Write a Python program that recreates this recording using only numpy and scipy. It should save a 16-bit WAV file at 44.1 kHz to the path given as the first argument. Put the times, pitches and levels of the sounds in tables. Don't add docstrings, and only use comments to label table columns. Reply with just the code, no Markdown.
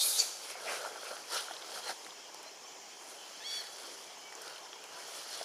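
import sys
import numpy as np
from scipy import signal
from scipy.fft import rfft, irfft, next_fast_len
from scipy.io import wavfile
from scipy.ndimage import uniform_filter1d, map_coordinates

SR = 44100
rng = np.random.default_rng(int(sys.argv[2]) if len(sys.argv) > 2 else 0)


def to_wav(s):
    ch = np.atleast_2d(s).T
    pcm = np.round(np.clip(ch, -1, 1) * 32767)
    wavfile.write(sys.argv[1], SR, pcm.astype(np.int16))


N = 239934


def amp(db):
    return 10 ** (np.asarray(db) / 20)


def unit(x):
    return x / np.sqrt(np.mean(x ** 2) + 1e-20)


def along(points, hz):
    point_hz, values = np.transpose(points)
    return np.interp(np.log(hz + 1), np.log(point_hz + 1), values)


def wobble(rate):
    knots = rng.standard_normal(int(N * rate / SR) + 4)
    return map_coordinates(knots, [np.arange(N) * rate / SR])


def filtered(x, response):
    n = x.shape[-1]
    m = next_fast_len(n + 8192)
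    return irfft(rfft(x, m) * response(np.fft.rfftfreq(m, 1 / SR)), m)[..., :n]


def coloured(x, spectrum):
    return unit(filtered(x, lambda hz: amp(along(spectrum, hz))))


def resonance(x, centre_hz, width_hz):
    return filtered(x, lambda f: 1j * f * width_hz / (centre_hz ** 2 - f ** 2 + 1j * f * width_hz))


def resonance_pair(x, centre_hz, width_hz):
    return resonance(resonance(x, centre_hz, width_hz), centre_hz, width_hz)


def add(track, s, sound):
    room = track[..., max(round(s * SR), 0):][..., :sound.shape[-1]]
    room += sound[..., :room.shape[-1]]


def swell(s, rise_s, fall_s, shape):
    t = np.arange(N) / SR - s
    return amp(-10 * np.maximum(-t / rise_s, t / fall_s) ** shape)


def patchy(patchy_db):
    z = signal.stft(rng.standard_normal((2, N)), nperseg=512)[2]
    field = uniform_filter1d(rng.standard_normal(z.shape[1:]), size=3, axis=0)
    field = uniform_filter1d(field, size=9, axis=1)
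    return unit(signal.istft(z * amp(patchy_db * unit(field)), nperseg=512)[1][:, :N])


def rustle(colour, rate, spread_db, grain_db, flutter_db, patchy_db):
    sizes = amp(spread_db * rng.uniform(-1.7, 1.7, N))
    slips = (rng.random(N) < rate / SR) * sizes * np.sign(rng.standard_normal((2, N)))
    flutter = amp(flutter_db * np.tanh(wobble(60) + wobble(170)))
    bed = patchy(patchy_db)
    return coloured(flutter * (bed + amp(grain_db) * unit(slips)), colour)


def call(pitch, rough, gains, jitter, smear_hz):
    rough = np.clip(rough, 0, 1)
    phase = 2 * np.pi * np.cumsum(pitch * (1 + jitter * wobble(350))) / SR
    tone = np.zeros(N)
    for k, gain in enumerate(gains, 1):
        rasp = wobble(smear_hz) * np.sin(k * phase) + wobble(smear_hz) * np.cos(k * phase)
        tone += gain * (np.sqrt(1 - rough) * np.sin(k * phase) + np.sqrt(rough / 2) * rasp)
    return tone


# frequency in Hz, relative level in dB.
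BARK_SPECTRUM = [(30, -60), (70, -77), (150, -17.5), (250, -21.5), (430, 2.5), (650, 3.5), (900, 0.5),
                 (1100, -3), (1350, 2), (1600, -0.5), (1850, -8), (2200, -15), (3500, -16), (8000, -68)]
TWIG_SPECTRUM = [(100, -59), (900, -19), (1700, -6), (2250, -5), (2700, -5.5), (3200, 2.5), (3700, -3.5),
                 (4200, 3), (5400, 0.5), (6000, -1.5), (6600, -11), (7600, -13), (11000, -24)]
LEAF_SPECTRUM = [(300, -58), (3000, -26), (6000, -2.5), (7300, -3.5), (8500, -5.5), (9800, -0.5),
                 (11000, -6), (12200, -11), (13200, -13.5), (15500, -33)]


def climbing():
    on_bark, on_twigs, on_leaves = shaking()
    bark = on_bark * rustle(BARK_SPECTRUM, rate=220, spread_db=3.5, grain_db=-5.5,
                            flutter_db=2.0, patchy_db=1.5)
    twigs = on_twigs * rustle(TWIG_SPECTRUM, rate=520, spread_db=3.0, grain_db=-3.5,
                              flutter_db=1.5, patchy_db=3.0)
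    leaves = on_leaves * rustle(LEAF_SPECTRUM, rate=580, spread_db=5.0, grain_db=-5.5,
                                flutter_db=2.06, patchy_db=2.5)
    return bark + twigs + leaves


# time of its height in seconds,
# rise in seconds, fall in seconds, twig level in dB, bark over twigs in dB, leaves over twigs in dB.
TREE_MOVES = [ (0.06, 0.092, 0.12, -50, 2, -6), (0.22, 0.11, 0.13, -47, -1.5, 0.5),
              (0.44, 0.055, 0.094, -51, -3.5, -0.5), (0.505, 0.029, 0.0313, -45, -6, -2.5),
              (0.58, 0.034, 0.11, -58.5, 8.5, -10), (0.73, 0.11, 0.13, -43.5, 1.5, -1.5),
              (0.855, 0.03, 0.13, -50, 1.5, -7), (1.08, 0.13, 0.2, -50, 1, -1.5),
              (1.335, 0.036, 0.04, -40, -3, -3.5), (1.375, 0.057, 0.069, -41, -3, -2.5),
              (1.52, 0.21, 0.25, -56, 3, -3), (1.77, 0.13, 0.055, -46, -2, -4),
              (1.899, 0.055, 0.026, -41, -0.5, -4), (2.04, 0.33, 0.12, -59.5, -2, 0),
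              (2.44, 0.73, 0.14, -61, 1, -8), (3.1, 0.09, 0.11, -57.5, -0.5, 2.5),
              (3.27, 0.23, 0.46, -57, -2.5, -4.5), (3.52, 0.054, 0.16, -47.5, -10, -2.5),
              (3.86, 0.31, 0.28, -51.5, -3, -4), (4.48, 0.2, 0.19, -53.5, 2.5, -4.5),
              (5.0, 0.2, 0.067, -56.5, 5, -7), (5.16, 0.18, 0.14, -49, -2.5, -2.5),
              (5.35, 0.11, 0.247, -46, -4, -4)]
# resting level of bark in dB, of twigs in dB, of leaves in dB.
RESTING_LEVELS = (-67.5, -63, -71.5)


def shaking():
    power = amp(RESTING_LEVELS)[:, None] ** 2
    for s, rise_s, fall_s, twig_db, bark_db, leaves_db in TREE_MOVES:
        heights = amp([twig_db + bark_db, twig_db, twig_db + leaves_db])
        power = power + np.outer(heights, swell(s, rise_s, fall_s, shape=1.1)) ** 2
    return np.sqrt(power)


# start in seconds, peak level in dB, pitch in Hz,
# bright crack over the twig's ring in dB before the common crack gain, burst decay t60 in seconds.
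TWIG_SNAPS = [(0.5018, -35, 2700, -23, .02), (0.681, -32, 2150, -30, .014), (1.088, -38, 4400, -16, .012),
              (1.167, -39, 2750, -30, .02), (1.366, -26, 4400, -24, 0.0088), (1.379, -28, 3400, -26, 0.015),
              (1.536, -38, 4300, -24, .017), (1.566, -34, 3600, -28, 0.016),
              (1.623, -34.5, 3320, -26, 0.011), (1.88, -32.5, 4200, -22, .014),
              (1.906, -33.5, 3970, -22, .012), (2.047, -38, 4000, -20, .007),
              (2.065, -37.5, 2040, -15, 0.0089), (2.1067, -39, 3680, -30, 0.0063),
              (2.345, -34, 5450, -11, 0.011), (2.43, -38, 2440, -2, 0.011), (3.668, -39, 3360, -21, 0.023),
              (3.767, -39, 5050, -10, 0.019), (4.0432, -35.5, 4080, -12, .012),
              (4.3241, -38, 2000, -22, .011), (4.352, -33.5, 6550, -24, 0.011),
              (4.4183, -32.5, 5420, -1, .012), (4.4786, -37.5, 3900, -16, 0.013),
              (4.56, -39, 3300, -28, .018), (4.581, -40, 3350, -21, .018), (4.7305, -36.5, 3120, -29, .009),
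              (4.84, -37.5, 2760, -13, 0.014), (5.3396, -32, 4650, -22, .012), (5.378, -39, 4200, -22, .01),
              (5.4285, -32.5, 4800, -24, 0.014)]


def snaps(damping=0.55, crack_db=13.0):
    out, t = np.zeros((2, N)), np.arange(SR // 20) / SR
    for s, peak_db, hz, bright_db, t60 in TWIG_SNAPS:
        burst = rng.standard_normal((2, len(t))) * amp(-60 * t / t60)
        twig = unit(resonance_pair(burst, hz, damping * hz))
        crack = amp(bright_db + crack_db) * coloured(burst, LEAF_SPECTRUM)
        snap = twig + crack
        add(out, s, amp(peak_db) * snap / np.abs(snap[0]).max())
    return out


# start in seconds, peak level in dB before the common gain and high-pass,
# pitch in Hz, ring t60 in seconds, hardness in dB, which raises the stem's ring and the scuff.
BRANCH_KNOCKS = [(0.504, -35.5, 575, 0.032, -2), (0.554, -33, 730, 0.025, -7),
                 (0.665, -29.5, 660, 0.035, -9), (0.696, -35, 1150, 0.016, -2),
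                 (0.718, -33, 780, 0.013, -7), (0.839, -35, 600, 0.028, -6), (0.848, -30, 930, .04, -2),
                 (0.859, -30.5, 680, 0.033, 2), (0.875, -35, 750, .02, -5), (0.9586, -29.5, 864, 0.014, 0),
                 (0.977, -39, 1390, 0.031, -5), (1.031, -32.5, 543, 0.022, 4), (1.051, -37, 1100, 0.015, 3),
                 (1.108, -31.5, 560, 0.018, 3), (1.113, -32.5, 497, 0.023, -4), (1.139, -39, 640, .018, 2),
                 (1.127, -37, 626, 0.041, -15), (1.312, -37, 1360, 0.025, 4), (1.484, -33, 1420, 0.013, 0),
                 (1.5101, -29.5, 766, 0.014, -4), (1.625, -38, 514, 0.028, -1),
                 (1.775, -35, 1390, 0.021, -2), (1.868, -35, 830, 0.022, 2), (1.895, -33, 750, .018, -11),
                 (1.903, -32, 734, 0.02, -3), (1.912, -31, 760, 0.015, -2), (2.065, -38.5, 730, 0.016, 1),
                 (2.3458, -39, 880, 0.016, -12), (2.461, -41.5, 643, 0.055, -14),
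                 (4.3241, -40, 1290, 0.016, -2), (4.73, -41, 1346, 0.014, 5), (5.004, -42, 620, 0.028, -10),
                 (5.4115, -27, 660, 0.025, -8)]
STEM_HZ, STEM_DB = 1390, -3.5


def knocks(scuff_t60=0.033, scuff_db=-9, knock_db=-2):
    out, t = np.zeros(N), np.arange(SR // 10) / SR
    onset = 1 - np.exp(-t / .0005)
    for s, peak_db, pitch_hz, t60, hard_db in BRANCH_KNOCKS:
        branch = np.sin(2 * np.pi * pitch_hz * t)
        stem = amp(STEM_DB + hard_db) * np.sin(2 * np.pi * STEM_HZ * t)
        ring = (branch + stem) * amp(-60 * t / t60)
        scuff_gain = amp(scuff_db + hard_db - 60 * t / scuff_t60)
        scuff = coloured(rng.standard_normal(len(t)), BARK_SPECTRUM) * scuff_gain
        blow = (ring + scuff) * onset
        add(out, s, amp(peak_db + knock_db) * blow / np.abs(blow).max())
    return signal.sosfilt(signal.butter(N=2, Wn=300, btype="high", fs=SR, output="sos"), out)


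# start in seconds, length in seconds,
# pitch in Hz, width of each of the two resonances in Hz, rms level in dB before the swell.
STEM_STROKES = [(0.422, 0.21, 2280, 800, -53), (0.652, 0.086, 2240, 900, -42),
                (0.693, 0.12, 2330, 1000, -48.5), (0.638, 0.11, 600, 347, -47.5),
                (0.673, 0.095, 1360, 450, -46.5), (0.759, 0.16, 1380, 398, -50),
                (0.978, 0.28, 1320, 400, -55), (1.04, 0.06, 2500, 900, -53), (1.045, 0.047, 1400, 450, -50),
                (1.31, 0.11, 1380, 445, -43), (1.329, 0.099, 3070, 800, -43.5),
                (1.332, 0.062, 5330, 1400, -41.5), (1.463, 0.11, 3300, 700, -52.5),
                (1.861, 0.069, 1750, 1000, -45), (3.478, 0.24, 1800, 600, -55.5),
                (5.308, 0.067, 4240, 1100, -50)]


def strokes():
    out = np.zeros((2, N))
    for s, length_s, hz, width_hz, db in STEM_STROKES:
        n = int(length_s * SR)
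        rub = resonance_pair(rng.standard_normal((2, n)), hz, width_hz)
        add(out, s, amp(db) * np.sin(np.linspace(0, np.pi, n)) * unit(rub))
    return out


# frequency in Hz, relative level in dB.
RASP_SPECTRUM = [(100, -70), (1500, -22), (3000, -13), (3600, -5), (4500, 4), (5200, 0), (6800, 1.5),
                 (7600, -3.5), (8600, 1), (12000, -9), (15500, -20.5)]
# time of its height in seconds, rise in seconds,
# fall in seconds, centre in Hz, width of each of the two resonances in Hz, rms level at its height in dB.
BREATH_WHISTLES = [(0.012, .04, 0.022, 3740, 520, -33), (0.026, .05, 0.031, 4400, 520, -36),
                   (0.057, 0.036, 0.06, 10700, 2800, -32), (0.047, .025, .03, 2410, 190, -48),
                   (0.16, 0.043, 0.055, 3880, 1000, -40), (0.15, 0.059, 0.051, 10200, 2400, -38.5),
                   (0.1975, 0.028, 0.019, 5860, 2300, -30), (0.215, 0.028, 0.028, 2420, 530, -45.5)]
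RASP_DB, RASP_SAG_DB_PER_S, RASP_END_S, RASP_RELEASE_DB_PER_S = -32.5, 39, 0.228, 172
CRY_WIDTH_DB = -3.5


def screech():
    t = np.arange(N) / SR
    rasp_db = RASP_DB - RASP_SAG_DB_PER_S * t
    rasp_db = rasp_db - RASP_RELEASE_DB_PER_S * np.maximum(t - RASP_END_S, 0)
    cry = amp(rasp_db) * rustle(RASP_SPECTRUM, rate=650, spread_db=2.5, grain_db=-7,
                                flutter_db=1.3, patchy_db=2.2)
    for s, rise_s, fall_s, hz, width_hz, db in BREATH_WHISTLES:
        whistle = unit(resonance_pair(patchy(patchy_db=1.0), hz, width_hz))
        cry = cry + amp(db) * swell(s, rise_s, fall_s, shape=1.6) * whistle
    mid_side_gain = amp(CRY_WIDTH_DB * np.arange(2))[:, None]
    return cry * amp(0.45 * wobble(247)) * mid_side_gain


# frequency in Hz, level in dB.
THROAT_RESPONSE = [(2300, -24), (4550, 0.5), (6800, -3), (9100, -37), (14000, -35)]
SQUEAK_S, SQUEAK_HZ, SQUEAK_DB = 0.202, 2290, -20
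SQUEAK_RISE_S, SQUEAK_FALL_S, SQUEAK_SLIDE_HZ_PER_S = 0.008, 0.0093, 4700


def squeaking(faint_rough=1.0, count=5):
    effort = swell(SQUEAK_S, SQUEAK_RISE_S, SQUEAK_FALL_S, shape=0.94)
    time_left = np.maximum(SQUEAK_S - np.arange(N) / SR, 0)
    pitch = SQUEAK_HZ + SQUEAK_SLIDE_HZ_PER_S * time_left
    gains = [amp(along(THROAT_RESPONSE, k * pitch)) for k in range(1, count + 1)]
    rough = faint_rough * (1 - effort) ** 2
    return amp(SQUEAK_DB) * effort * call(pitch, rough, gains, jitter=0.0074, smear_hz=694)


# time in seconds, pitch in Hz.
COO_CONTOUR = [(3.399, 830), (3.434, 900), (3.445, 1060), (3.461, 1110), (3.476, 1130), (3.503, 1120),
               (3.54, 1138), (3.567, 1127), (3.603, 1110), (3.62, 1020), (3.638, 900)]
# level while slack in dB, level once clear in dB, release in seconds.
COO_PARTIALS = [(-68, -67, .03), (-51.5, -55, .06), (-55, -41, .058), (-52.5, -42, .03), (-65, -49.5, .045),
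                (-61, -55.5, .05), (-68, -63, .05), (-59, -70, .05)]
COO_BREAK_S, COO_BREAK_LENGTH_S = 3.434, 0.034
COO_SLACK_ROUGH, COO_CLEAR_ROUGH = .15, .018
COO_ATTACK_S, COO_GROWS_DB_PER_S = 0.0088, 10


def cooing(waver=.0012, shimmer_db=0.5):
    t = np.arange(N) / SR
    times, hz = np.transpose(COO_CONTOUR)
    pitch = np.interp(t, times, hz) * (1 + waver * wobble(60))
    clear = np.sin(np.pi / 2 * np.clip((t - COO_BREAK_S) / COO_BREAK_LENGTH_S, 0, 1))
    gains = []
    for slack_db, clear_db, release_s in COO_PARTIALS:
        release = np.clip((times[-1] - t) / release_s, 0, 1) ** 2
        gains.append(amp(slack_db + (clear_db - slack_db) * clear) * release)
    rough = COO_SLACK_ROUGH + (COO_CLEAR_ROUGH - COO_SLACK_ROUGH) * clear
    attack = np.clip((t - times[0]) / COO_ATTACK_S, 0, 1)
    growth_db = COO_GROWS_DB_PER_S * (t - times.mean())
    effort = attack * amp(growth_db + shimmer_db * wobble(39.8))
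    return effort * call(pitch, rough, gains, jitter=0.002, smear_hz=406)


# start in seconds, length in seconds, start pitch in Hz,
# end pitch in Hz, level in dB before fade and flicker.
BIRD_NOTES = [(2.472, 0.022, 4120, 4180, -50), (2.628, 0.082, 5300, 7300, -50.5),
              (2.89, 0.24, 9100, 10200, -66), (3.14, 0.22, 3070, 3030, -56), (4.03, 0.17, 3390, 3190, -60),
              (4.06, 0.08, 2340, 2290, -60), (4.2, 0.12, 3040, 2990, -58), (4.21, 0.17, 2270, 2290, -55.5),
              (4.625, 0.045, 5370, 5650, -51.5), (4.76, .09, 2410, 2490, -59), (4.965, .05, 1000, 930, -52),
              (4.985, .05, 2240, 2180, -56)]


def birds(fade_db=5, blur=.006, flicker_db=3.5):
    out = np.zeros(N)
    for s, length_s, start_hz, end_hz, db in BIRD_NOTES:
        u = np.linspace(0, 1, int(length_s * SR))
        glide = start_hz + (end_hz - start_hz) * u ** 2
        pitch = glide * (1 + blur * wobble(193)[:len(u)])
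        envelope = amp(db - fade_db * u ** 2) * np.abs(np.sin(np.pi * u)) ** .5
        add(out, s, envelope * np.sin(2 * np.pi * np.cumsum(pitch) / SR))
    return out * amp(flicker_db * np.tanh(wobble(100)))


# frequency in Hz, relative level in dB.
MURMUR_SPECTRUM = [(15, -75), (25, -63), (70, -36.5), (140, -20), (196, -19), (265, -12.5), (415, -4),
                   (550, -9), (815, -3.5), (1060, -5.5), (1430, -15.5), (1800, -13.5), (2100, -25.5),
                   (2860, -28), (4840, -87)]
INSECT_SPECTRUM = [(200, -62), (1300, -15), (2150, -1.5), (2700, -2.5), (3200, 2), (3780, -9.5),
                   (4350, -6.5), (5250, 2), (6150, 0.5), (7250, -2), (7650, -10), (10100, -14.5),
                   (12100, -19.5), (15400, -22)]
MURMUR_DB, INSECTS_DB, INSECTS_SWAY_DB = -56.5, -53, 0.7


def forest():
    murmur = amp(MURMUR_DB) * coloured(patchy(patchy_db=2.5), MURMUR_SPECTRUM)
    insects_gain = amp(INSECTS_DB + INSECTS_SWAY_DB * wobble(3.79))
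    return murmur + insects_gain * coloured(patchy(patchy_db=2.0), INSECT_SPECTRUM)


# delay in seconds, level in dB.
EARLY_REFLECTIONS = [(0.0031, -34), (0.0083, -23.5), (0.019, -17), (0.034, -17)]


def reflected(x):
    return filtered(x, lambda hz: 1 + sum(amp(db) * np.exp(-2j * np.pi * hz * s)
                                          for s, db in EARLY_REFLECTIONS))


# frequency in Hz, t60 in seconds.
GROVE_DECAY = [(200, 0.33), (2000, 0.86), (6000, 0.87), (12000, 0.62)]


def grove(x):
    hz, t, z = signal.stft(rng.standard_normal((2, SR // 2)), SR, nperseg=256)
    decay = amp(-60 * t / along(GROVE_DECAY, hz)[:, None])
    tail = signal.istft(z * decay, SR, nperseg=256)[1]
    return signal.fftconvolve(x[None], tail / np.linalg.norm(tail[0]), axes=1)[:, :N]


# frequency in Hz, gain of the side signal in dB.
SIDE_GAIN = [(30, -7), (130, -12), (300, -15), (1000, -19), (6800, -21), (8200, -11.5), (14000, -2.5)]


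def scene():
    cry, cracks, notes = screech(), snaps(), birds()
    squeak, coo = squeaking(), cooing()
    ahead = squeak + coo + knocks() + notes
    voices_sent = amp(-8.0) * cry[0] + amp(-12.5) * squeak + amp(-10.0) * coo
    echo = grove(voices_sent + amp(-6.5) * cracks[0] + amp(-13) * notes)
    mid, side = reflected(climbing() + cry) + strokes() + forest() + cracks + echo
    side = filtered(side, lambda hz: amp(along(SIDE_GAIN, hz)))
    return np.array([mid + ahead + side, mid + ahead - side])


TOP_HZ = 15500


def record(dry):
    return filtered(dry, lambda hz: hz < TOP_HZ)


dry = scene()
out = record(dry)
to_wav(out)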